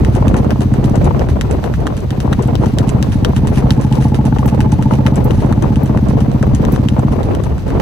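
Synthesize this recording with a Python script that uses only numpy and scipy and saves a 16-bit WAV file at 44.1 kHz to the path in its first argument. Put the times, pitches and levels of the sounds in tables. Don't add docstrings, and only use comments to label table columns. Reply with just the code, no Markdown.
import sys
import numpy as np
from scipy import signal
from scipy.fft import rfft, irfft, next_fast_len
from scipy.io import wavfile
from scipy.ndimage import uniform_filter1d, minimum_filter1d

SR = 44100
rng = np.random.default_rng(int(sys.argv[2]) if len(sys.argv) > 2 else 0)


def store_pcm(level_fs):
    pcm = np.round(np.clip(level_fs, -1, 1) * 32767).astype(np.int16)
    wavfile.write(sys.argv[1], SR, np.atleast_2d(pcm).T)


N = 344421
TIME = np.arange(N) / SR

# start_s, knock_db, crack_db, tick_db, scuff_db, knock_hz
FOOTFALLS = [(0.0485, -27.5, -28.5, -52, -44.5, 1330.0), (0.1514, -31.5, -41, -33, -37.5, 1310.0),
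             (0.281, -30, -31, -30.5, -45.0, 1640.0), (0.3666, -33, -50, -28.5, -34.5, 1630),
             (0.5064, -29, -26.5, -42, -42.5, 1170), (0.607, -37, -37, -34, -34.5, 1230.0),
             (0.739, -32.5, -38, -33, -51.5, 1460), (0.8424, -42, -32, -32, -39, 1360.0),
             (0.9565, -36, -34, -27.5, -42, 1500.0), (1.044, -47.0, -43, -30, -35, 1280.0),
             (1.194, -39, -30, -50, -47, 1340.0), (1.2873, -29.5, -51, -54.0, -37.5, 1240.0),
             (1.4111, -23.5, -23.5, -26.5, -54, 1290), (1.511, -32, -39, -28, -37, 1470.0),
             (1.6405, -26, -33, -39, -39.5, 1070.0), (1.7388, -27.5, -47, -50, -43, 1190.0),
             (1.8688, -21, -28, -29, -52.5, 1120), (1.968, -46, -37, -36, -38.5, 1260.0),
             (2.1056, -33, -29.5, -41, -46, 1510), (2.203, -34, -28.5, -36, -40, 1260),
             (2.3283, -22, -27, -40, -45, 1340), (2.424, -51, -46, -29.5, -37, 1280.0),
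             (2.554, -37, -24.5, -43, -53.5, 1260.0), (2.6594, -34, -34, -51, -45, 1210.0),
             (2.7857, -28, -21, -27.0, -41, 1280), (2.8925, -33, -34, -23.5, -50.5, 1420),
             (3.0269, -31.5, -22, -51, -45, 1370), (3.1202, -38, -35, -46.0, -37, 1430.0),
             (3.248, -20, -17, -35.5, -44, 1260), (3.364, -29.5, -31.5, -30, -35, 1480.0),
             (3.472, -32.5, -33.0, -28.5, -38, 1010), (3.575, -29, -36, -38, -33.5, 1490),
             (3.7061, -25, -17.5, -37, -33, 1270), (3.812, -43, -44, -33, -36.5, 1280.0),
             (3.925, -33, -23.5, -29, -40, 1120.0), (4.025, -36, -42, -38, -45, 1390.0),
             (4.145, -30, -31, -46, -35.5, 1210.0), (4.253, -38.5, -40, -30.5, -34.5, 1280.0),
             (4.3857, -33, -33.5, -41, -38, 1370.0), (4.478, -37, -40, -34.0, -36, 1320.0),
             (4.605, -25, -24.0, -33.0, -38.5, 1420.0), (4.719, -35, -46, -28, -33, 1230.0),
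             (4.825, -30.5, -34, -36.5, -42, 1300.0), (4.9362, -33, -30, -44, -49, 1647),
             (5.0648, -18.5, -31, -48, -37, 1330.0), (5.1574, -49, -41.5, -26.5, -37, 1280.0),
             (5.3078, -34, -25.5, -51, -46, 1282), (5.4034, -43, -39, -47.0, -44, 1390.0),
             (5.5255, -24, -37, -49, -52.5, 1210.0), (5.6237, -32.5, -35, -29, -48, 1213),
             (5.7582, -40, -29, -37.0, -47, 1190.0), (5.859, -43, -45, -37, -42, 1320.0),
             (5.974, -26.5, -50, -48, -47, 1160), (6.086, -44, -47, -33, -37.5, 1300.0),
             (6.205, -42, -34, -38.0, -42, 1320.0), (6.3158, -44, -38.5, -44, -48, 1300.0),
             (6.4273, -24, -35, -34, -59, 1350), (6.5486, -38, -32, -24, -42, 1350.0),
             (6.651, -31, -31.5, -42, -53.0, 1390.0), (6.7615, -25, -35, -46, -54.0, 1090),
             (6.8862, -32.5, -22, -33, -44, 1410.0), (6.9933, -37, -46, -33, -52, 1080.0),
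             (7.119, -42, -40, -45, -44, 1360.0), (7.231, -43.5, -37, -42, -39.5, 1260),
             (7.35, -33, -33, -42, -57.5, 1210), (7.4372, -36, -39, -32, -42, 1230.0),
             (7.581, -37, -43, -43, -49, 1300.0), (7.6797, -37, -48, -41.5, -43, 1308),
             (7.8001, -30, -28, -40, -44, 1290.0)]
# start_s, knock_db, crack_db, tick_db
EXTRA_KNOCKS = [(0.343, -23, -35, -50), (0.514, -31, -49, -48), (1.4157, -31, -45, -40),
                (1.874, -29, -43, -44), (1.977, -45, -45, -41), (2.3327, -25, -32, -49),
                (3.954, -45, -38, -40), (4.457, -31.5, -41, -48), (4.611, -31, -39, -42),
                (5.07, -26, -29, -47), (7.704, -31, -47, -44)]

def hooves(heel_db=-12, heel_delay_s=(.004, .008)):
    out = np.zeros((2, N))
    for s, knock, crack, tick, _, hz in FOOTFALLS:
        add(out, s, strike(knock, crack, tick, hz))
        add(out, s + rng.uniform(*heel_delay_s), from_db(heel_db) * strike(knock, crack, tick, hz))
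    for s, knock, crack, tick in EXTRA_KNOCKS:
        add(out, s, strike(knock, crack, tick))
    return out


# pitch_ratio, width_hz, level_db
HOOF_LOW_MODES = [(.66, 260, -7), (1.0, 380, 0), (1.5, 700, -3)]
# pitch_hz, width_hz, level_db
HOOF_RIM_MODES = [(2950, 800, 0), (4000, 900, -4), (5100, 1300, -6)]

def strike(knock_db, crack_db, tick_db, knock_hz=1300, pitch_spread=.04, spread_db=1.5):
    rim_tuning = 1 + pitch_spread * rng.standard_normal()
    touch = contact(decay_s=.0007)

    def ring(modes, tuning):
        varied = [(f * tuning, width, db + spread_db * rng.standard_normal()) for f, width, db in modes]
        return as_hit(resonate(touch, varied))

    knock = from_db(knock_db + 4) * ring(HOOF_LOW_MODES, knock_hz)
    crack = from_db(crack_db + 2) * ring(HOOF_RIM_MODES, rim_tuning)
    tick = from_db(tick_db) * as_hit(butter(contact(decay_s=.002), [5800, 8800], "band"))
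    return (knock + crack) * panned(left_db=1.3) + tick


def contact(decay_s, first_db=17.0, crumble_db=-15.0, crumble_s=.008):
    touches = burst(decay_s, size=1024) + from_db(crumble_db) * burst(crumble_s, size=1024)
    touches[0] += from_db(first_db)
    return touches


# frequency_hz, density_db
GRIT_SPECTRUM = [(1000, 17), (2500, 13.5), (4500, 6.5), (6000, 8), (8000, 2), (10000, 7), (13000, -7),
                 (15500, -11)]
# middle_s, length_s, level_db
HOOF_DRAGS = [(0.155, 0.054, -37.5), (2.658, 0.1, -39.5), (2.893, 0.028, -29.5), (3.13, 0.066, -38.5),
              (3.372, 0.037, -37.5), (3.56, 0.047, -31.5), (3.844, 0.057, -36), (3.957, 0.032, -39),
              (4.035, 0.1, -35), (4.935, 0.056, -35.5), (5.38, 0.14, -39), (6.56, 0.045, -45),
              (6.747, 0.048, -34.5)]
# start_s, level_db
LOOSE_STONES = [(0.336, -25), (0.4459, -22), (0.8966, -15.5), (1.8043, -24), (2.004, -17.5), (2.4748, -18),
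                (2.8394, -41), (2.9294, -31), (3.1794, -34), (3.2869, -31), (3.9589, -30), (4.085, -24),
                (4.1894, -40), (4.5466, -22), (4.6694, -41), (4.8694, -38), (5.0794, -30), (5.462, -23)]

def grit(rise_s=0.012, bite_s=0.011, slide_db=-38.0, slide_s=0.12, stone_db=-18.5, grain_db=4.0):
    scuffs, stones = np.zeros((2, N))
    age = TIME[:SR // 4]
    bite_and_slide = np.exp(-age / bite_s) + from_db(slide_db) * np.exp(-age / slide_s)
    grind = as_hit((1 - np.exp(-age / rise_s)) * bite_and_slide, length_s=0.047)
    for s, *_, scuff_db, _ in FOOTFALLS:
        add(scuffs, s, from_db(scuff_db) * grind)
    drags = sum(from_db(db) * hump(s, length) for s, length, db in HOOF_DRAGS)
    for s, db in LOOSE_STONES:
        flick = as_hit(butter(contact(decay_s=0.0034), [4500, 11000], "band"))
        add(stones, s, from_db(db + stone_db) * flick)
    grains = rms_one(from_db(grain_db * np.clip(drift(280), -2.5, 2.5)))
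    return np.hypot(scuffs, drags) * grains * noise(GRIT_SPECTRUM, alike=0.63) + stones


# start_s, level_db
BRIDLE_CLINKS = [(.367, -42), (4.459, -19), (5.242, -21.5), (5.831, -25), (6.72, -21)]
# pitch_hz, width_hz, level_db
STEEL_MODES = [(12500, 90, -8), (12980, 80, 2), (13300, 90, -4), (15300, 90, -13)]

def bridle(ring_db=31.0, click_db=15.5, jingle_db=-44.0, spread_db=3.0, latest_s=.04):
    touches = np.zeros(N)
    shakes = [(s + rng.uniform(0, latest_s), jingle_db + spread_db * rng.standard_normal())
              for s, *_ in FOOTFALLS]
    for s, db in BRIDLE_CLINKS + shakes:
        add(touches, s, from_db(db) * as_hit(burst(decay_s=0.0086), length_s=1 / SR))
    ring = from_db(ring_db) * resonate(touches, STEEL_MODES)
    return ring + from_db(click_db) * butter(touches, 6800, "high")


# time_s, firing_rate_hz
FIRING_RATE = [(0.0, 15.612), (0.9, 15.708), (1.2, 14.82), (2.1, 14.931), (2.5, 14.278), (3.1, 14.283),
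               (4.0, 14.625), (5.0, 15.23), (5.7, 15.564), (6.5, 15.598), (7.05, 15.788), (7.4, 13.63),
               (7.81, 16.612)]
# time_s, level_db
EXHAUST_LEVEL = [(0.0, -14.5), (0.92, -14), (1.25, -26.5), (1.95, -26.5), (2.3, -16), (3.3, -16.5),
                 (3.9, -11), (5.0, -12.5), (6.9, -14.5), (7.1, -15), (7.35, -28), (7.81, -32)]
# pitch_hz, width_hz, level_db
EXHAUST_MODES = [(77, 22, -13), (93, 22, -11.5), (131, 14.5, 0.5), (214, 27, -3.4), (297, 22, -7.4)]
# time_s, level_db, pitch_hz
SILENCER_RING = [(0, -71, 875), (3.5, -29, 852), (3.9, -18, 854), (4.6, -17.5, 861), (4.9, -18, 887),
                 (5.2, -22.5, 869), (5.9, -27, 857), (6.3, -43, 858), (7.81, -34, 860)]
# frequency_hz, density_db
TURBULENCE = [(120, -30), (250, 1.5), (430, 0), (700, -7.5), (1000, -12), (1500, -24), (2500, -30.5),
              (5000, -49.5)]

def motorcycle(pipe_db=2.5, shell_db=1.5, puff_db=-17.0, uneven_db=-0.8,
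               pulse_hz=260, swell_s=0.0077, puff_s=0.022, first_firing_s=.0135):
    (rate_hz,), (exhaust_db,) = in_time(FIRING_RATE), in_time(EXHAUST_LEVEL)
    ring_db, shell_hz = in_time(SILENCER_RING)
    cycles = np.cumsum(rate_hz) / SR
    count = np.floor(cycles - np.interp(first_firing_s, TIME, cycles))
    firings = np.diff(count, prepend=count[0]) * from_db(uneven_db * drift(37))
    pulses = butter(butter(firings, pulse_hz, "low"), 39, "high")
    pipe = rms_one(resonate(pulses, EXHAUST_MODES[:1]) + resonate(pulses, EXHAUST_MODES[1:]))
    age = TIME[:4096] / swell_s
    gas_flow = signal.fftconvolve(firings, age ** 2 * np.exp(2 - 2 * age))[:N]
    shell_phase = 2 * np.pi * np.cumsum(shell_hz) / SR + 1.4 * drift(3) + .6 * drift(40)
    shell = from_db(ring_db + shell_db) * gas_flow * np.sin(shell_phase)
    escape = fade_after(firings, puff_s)
    puff = from_db(puff_db) * escape * noise(TURBULENCE, alike=0.28)
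    return from_db(exhaust_db + pipe_db) * (pipe + puff) + shell * panned(left_db=1.8)


def from_the_left(x, lag_s=.00009):
    return np.array([x[0], np.interp(TIME - lag_s, TIME, x[1])])


# frequency_hz, density_db
RUMBLE_SPECTRUM = [(20, -41), (32, -8.5), (48, -2.5), (65, 2), (100, -0.5), (180, -5), (300, -19),
                   (500, -40.5)]
# time_s, level_db
STREAM_LEVEL = [(0, -22.5), (1.2, -20), (2.1, -24), (3.0, -20), (4.0, -20), (6.0, -21.5), (7.81, -21.5)]
# time_s, level_db
DEEP_EDDIES = [(0, -22), (0.9, -24), (1.25, -25), (2.0, -23.5), (2.5, -27.5), (7.81, -30)]
# middle_s, length_s, rise_db
GUSTS_AND_LULLS = [(0.008, 0.15, 8), (0.316, 0.19, 7.5), (1.113, 0.28, 7), (2.09, 0.15, -5),
                   (2.33, 0.14, 1.5), (2.64, 0.046, 5.5), (2.725, 0.034, -4), (3.647, 0.14, 3.5),
                   (4.64, 0.21, 2.5), (5.228, 0.29, 4), (5.651, 0.047, 8.5), (6.136, 0.083, 6),
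                   (6.665, 0.29, 3), (7.317, 0.17, 4.5), (7.615, 0.12, -14), (7.714, 0.34, 8.5)]
# start_s, level_db, left_db, top_hz
AIR_THUDS = [(0.159, -17, 0, 900), (0.224, -13, 8, 1100), (0.299, -16, 4, 1000), (0.342, -15, 2, 1200),
             (0.389, -17, 5, 1000), (0.445, -16, -1, 900), (0.558, -18, -2, 900), (0.953, -17, 2, 1000),
             (1.074, -11, 3, 1100), (1.108, -13, 6, 1100), (1.146, -16, 0, 1200), (1.217, -18, 2, 1300),
             (1.368, -17, 1, 1000), (1.643, -16, 1, 800), (1.923, -17, 0, 900), (2.277, -15, 4, 900),
             (2.392, -17, 10, 1000), (2.635, -9, 3, 900), (2.816, -17, 4, 1000), (3.002, -19, 2, 900),
             (3.333, -17, 1, 900), (3.581, -17, 4, 900), (3.657, -17, -1, 900), (4.053, -18, 1, 1100),
             (4.325, -15, 3, 1100), (4.362, -16, 3, 1000), (4.428, -15, 7, 1000), (4.66, -18, 1, 1100),
             (4.909, -11.5, 4, 1050), (5.28, -15, -1, 800), (5.643, -13, 3, 900), (5.895, -18, 2, 1000),
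             (5.948, -14.5, 2, 900), (6.17, -15, 2, 900), (6.467, -20, 5, 1100), (6.683, -13, 3, 1100),
             (6.965, -16, 3, 1100), (6.992, -14.5, 2, 1100), (7.031, -15.5, 0, 1000),
             (7.082, -17, -2, 1000), (7.206, -17.5, 0, 900), (7.286, -17, 3, 1000)]

def wind(rumble_db=5.5, flutter_db=-22.5, lumpy_db=6.5, thud_db=2.0, gust_share=0.49):
    (stream_db,), (deep_db,) = in_time(STREAM_LEVEL), in_time(DEEP_EDDIES)
    gust_db = sum(db * hump(s, length) for s, length, db in GUSTS_AND_LULLS)
    lumps = rms_one(from_db(lumpy_db * np.minimum([drift(34.6) for port in range(2)], 1.6)))
    rumble_gain = from_db(stream_db + gust_share * gust_db + rumble_db + 1.2 * drift(4.7))
    rumble = rumble_gain * noise(RUMBLE_SPECTRUM, alike=0.69)
    deep = from_db(deep_db) * rms_one(butter(noise(RUMBLE_SPECTRUM, alike=0.87), 79, "low", order=4))
    flutter = from_db(flutter_db) * lumps * noise(TURBULENCE, alike=0.23) + pops()
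    air = rumble + deep + from_db(gust_db) * flutter * panned(left_db=1.0)
    for s, db, left_db, top_hz in AIR_THUDS:
        add(air, s, from_db(db + thud_db) * air_thud(top_hz) * panned(left_db))
    return air


def air_thud(top_hz, low_hz=270, decay_s=.0036, crackle_db=-24.0):
    ports = []
    for air in (burst(decay_s), burst(decay_s)):
        thud = as_hit(butter(air, [low_hz, top_hz], "band", order=3))
        crackle = as_hit(butter(air, [top_hz, 2 * top_hz], "band"))
        ports.append(thud + from_db(crackle_db) * crackle)
    return np.array(ports)


def pops(per_s=22, level_db=-25.5, spread_db=1, decay_s=0.004):
    onsets = rng.random((2, N)) < per_s / SR
    sizes = from_db(spread_db * np.clip(rng.standard_normal((2, N)), -2, 2))
    eddies = fade_after(onsets * sizes, decay_s) * noise(TURBULENCE, alike=0)
    return from_db(level_db) * butter(eddies, [300, 1300], "band")


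# frequency_hz, density_db
TYRE_SPECTRUM = [(500, 5), (1500, 1), (3100, -3), (5000, -6.5), (8000, -13), (11000, -17), (14000, -14),
                 (16000, -48)]

def tyres(level_db=-41.5, waver_db=1.4, coarse_db=2.0, direct_hz=4500):
    diffuse = butter(noise(TYRE_SPECTRUM, alike=0.013), direct_hz, "low")
    direct = butter(noise(TYRE_SPECTRUM, alike=1.0), direct_hz, "high")
    coarse = rms_one(from_db(coarse_db * drift(520)))
    return from_db(level_db + waver_db * drift(22)) * coarse * (diffuse + direct)


def from_db(db):
    return 10 ** (np.asarray(db) / 20)


def rms_one(x):
    return x / np.sqrt(np.mean(x ** 2) + 1e-20)


def as_hit(x, length_s=0.003):
    return x / np.sqrt(np.sum(x ** 2) / (length_s * SR))


def in_time(rows):
    s, *columns = np.transpose(rows)
    return [np.interp(TIME, s, column) for column in columns]


def hump(middle_s, length_s):
    return 2 ** -((2 * (TIME - middle_s) / length_s) ** 2)


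def drift(rate_hz, step=40, settle=2000):
    r = np.exp(-2 * np.pi * rate_hz * step / SR)
    white = rng.standard_normal(N // step + settle + 2)
    slow = signal.lfilter([1], [1, -2 * r, r * r], white)[settle:]
    return np.interp(np.arange(N) / step, np.arange(len(slow)), rms_one(slow))


def burst(decay_s, size=4096):
    return rng.standard_normal(size) * np.exp(-TIME[:size] / decay_s)


def fade_after(impulses, decay_s):
    return signal.lfilter([1], [1, -np.exp(-1 / (decay_s * SR))], impulses + 1e-18)


def butter(x, hz, kind, order=2):
    return signal.sosfilt(signal.butter(order, hz, kind, fs=SR, output="sos"), x + 1e-18)


def pole_pair(hz, width_hz):
    r = np.exp(-np.pi * width_hz / SR)
    return [1, -2 * r * np.cos(2 * np.pi * hz / SR), r * r]


def resonate(x, modes):
    out = 0
    for k, (hz, width, db) in enumerate(modes):
        poles = pole_pair(hz, width)
        gain = (-1) ** k * from_db(db) * (1 - poles[2]) / 2
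        out = out + gain * signal.lfilter([1, 0, -1], poles, x + 1e-18)
    return out


def noise(spectrum, alike):
    hz, db = np.transpose(spectrum)
    size = next_fast_len(N)
    bins = np.maximum(np.arange(size // 2 + 1) * SR / size, 1)
    roll_off = (1 + (bins / hz[-1] / 2) ** 4) * (1 + (hz[0] / bins / 2) ** 4)
    gain = from_db(np.interp(np.log(bins), np.log(hz), db)) / roll_off
    mid, side = irfft(rfft(rng.standard_normal((2, size))) * gain, size)[:, :N]
    return rms_one(np.sqrt(1 + alike) * mid + np.sqrt(1 - alike) * side * [[1], [-1]])


def add(out, s, sound):
    start = int(np.clip(round(s * SR), 0, N - 1))
    out[..., start:start + sound.shape[-1]] += sound[..., :N - start]


def panned(left_db):
    return from_db(np.array([[left_db], [-left_db]]) / 2)


def scene():
    return hooves() + grit() + bridle() + from_the_left(motorcycle()) + tyres() + wind()


# centre_hz, width_hz
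PHASE_BANDS = [(2200, 480), (3480, 300), (4480, 146), (5400, 520), (6950, 520), (8750, 1500), (11850, 1220),
               (15000, 500)]

def phase_swings(dry):
    sides = list(dry)
    for k, (hz, width) in enumerate(PHASE_BANDS):
        poles = pole_pair(hz, width)
        sides[k % 2] = signal.lfilter(poles[::-1], poles, sides[k % 2])
    return np.array(sides)


def record(dry, ceiling=1.0, release_db_per_s=306.0, cutoff_hz=15900):
    wide = phase_swings(dry)
    over_db = 20 * np.log10(np.maximum(np.abs(wide).max(axis=0) / ceiling, 1))
    held_db = np.maximum.accumulate(over_db + release_db_per_s * TIME) - release_db_per_s * TIME
    gain_db = uniform_filter1d(minimum_filter1d(-held_db, size=129), size=129)
    top_cut = signal.ellip(10, .1, 80, cutoff_hz, fs=SR, output="sos")
    return signal.sosfilt(top_cut, wide * from_db(gain_db))


dry = scene()
out = record(dry)
store_pcm(out)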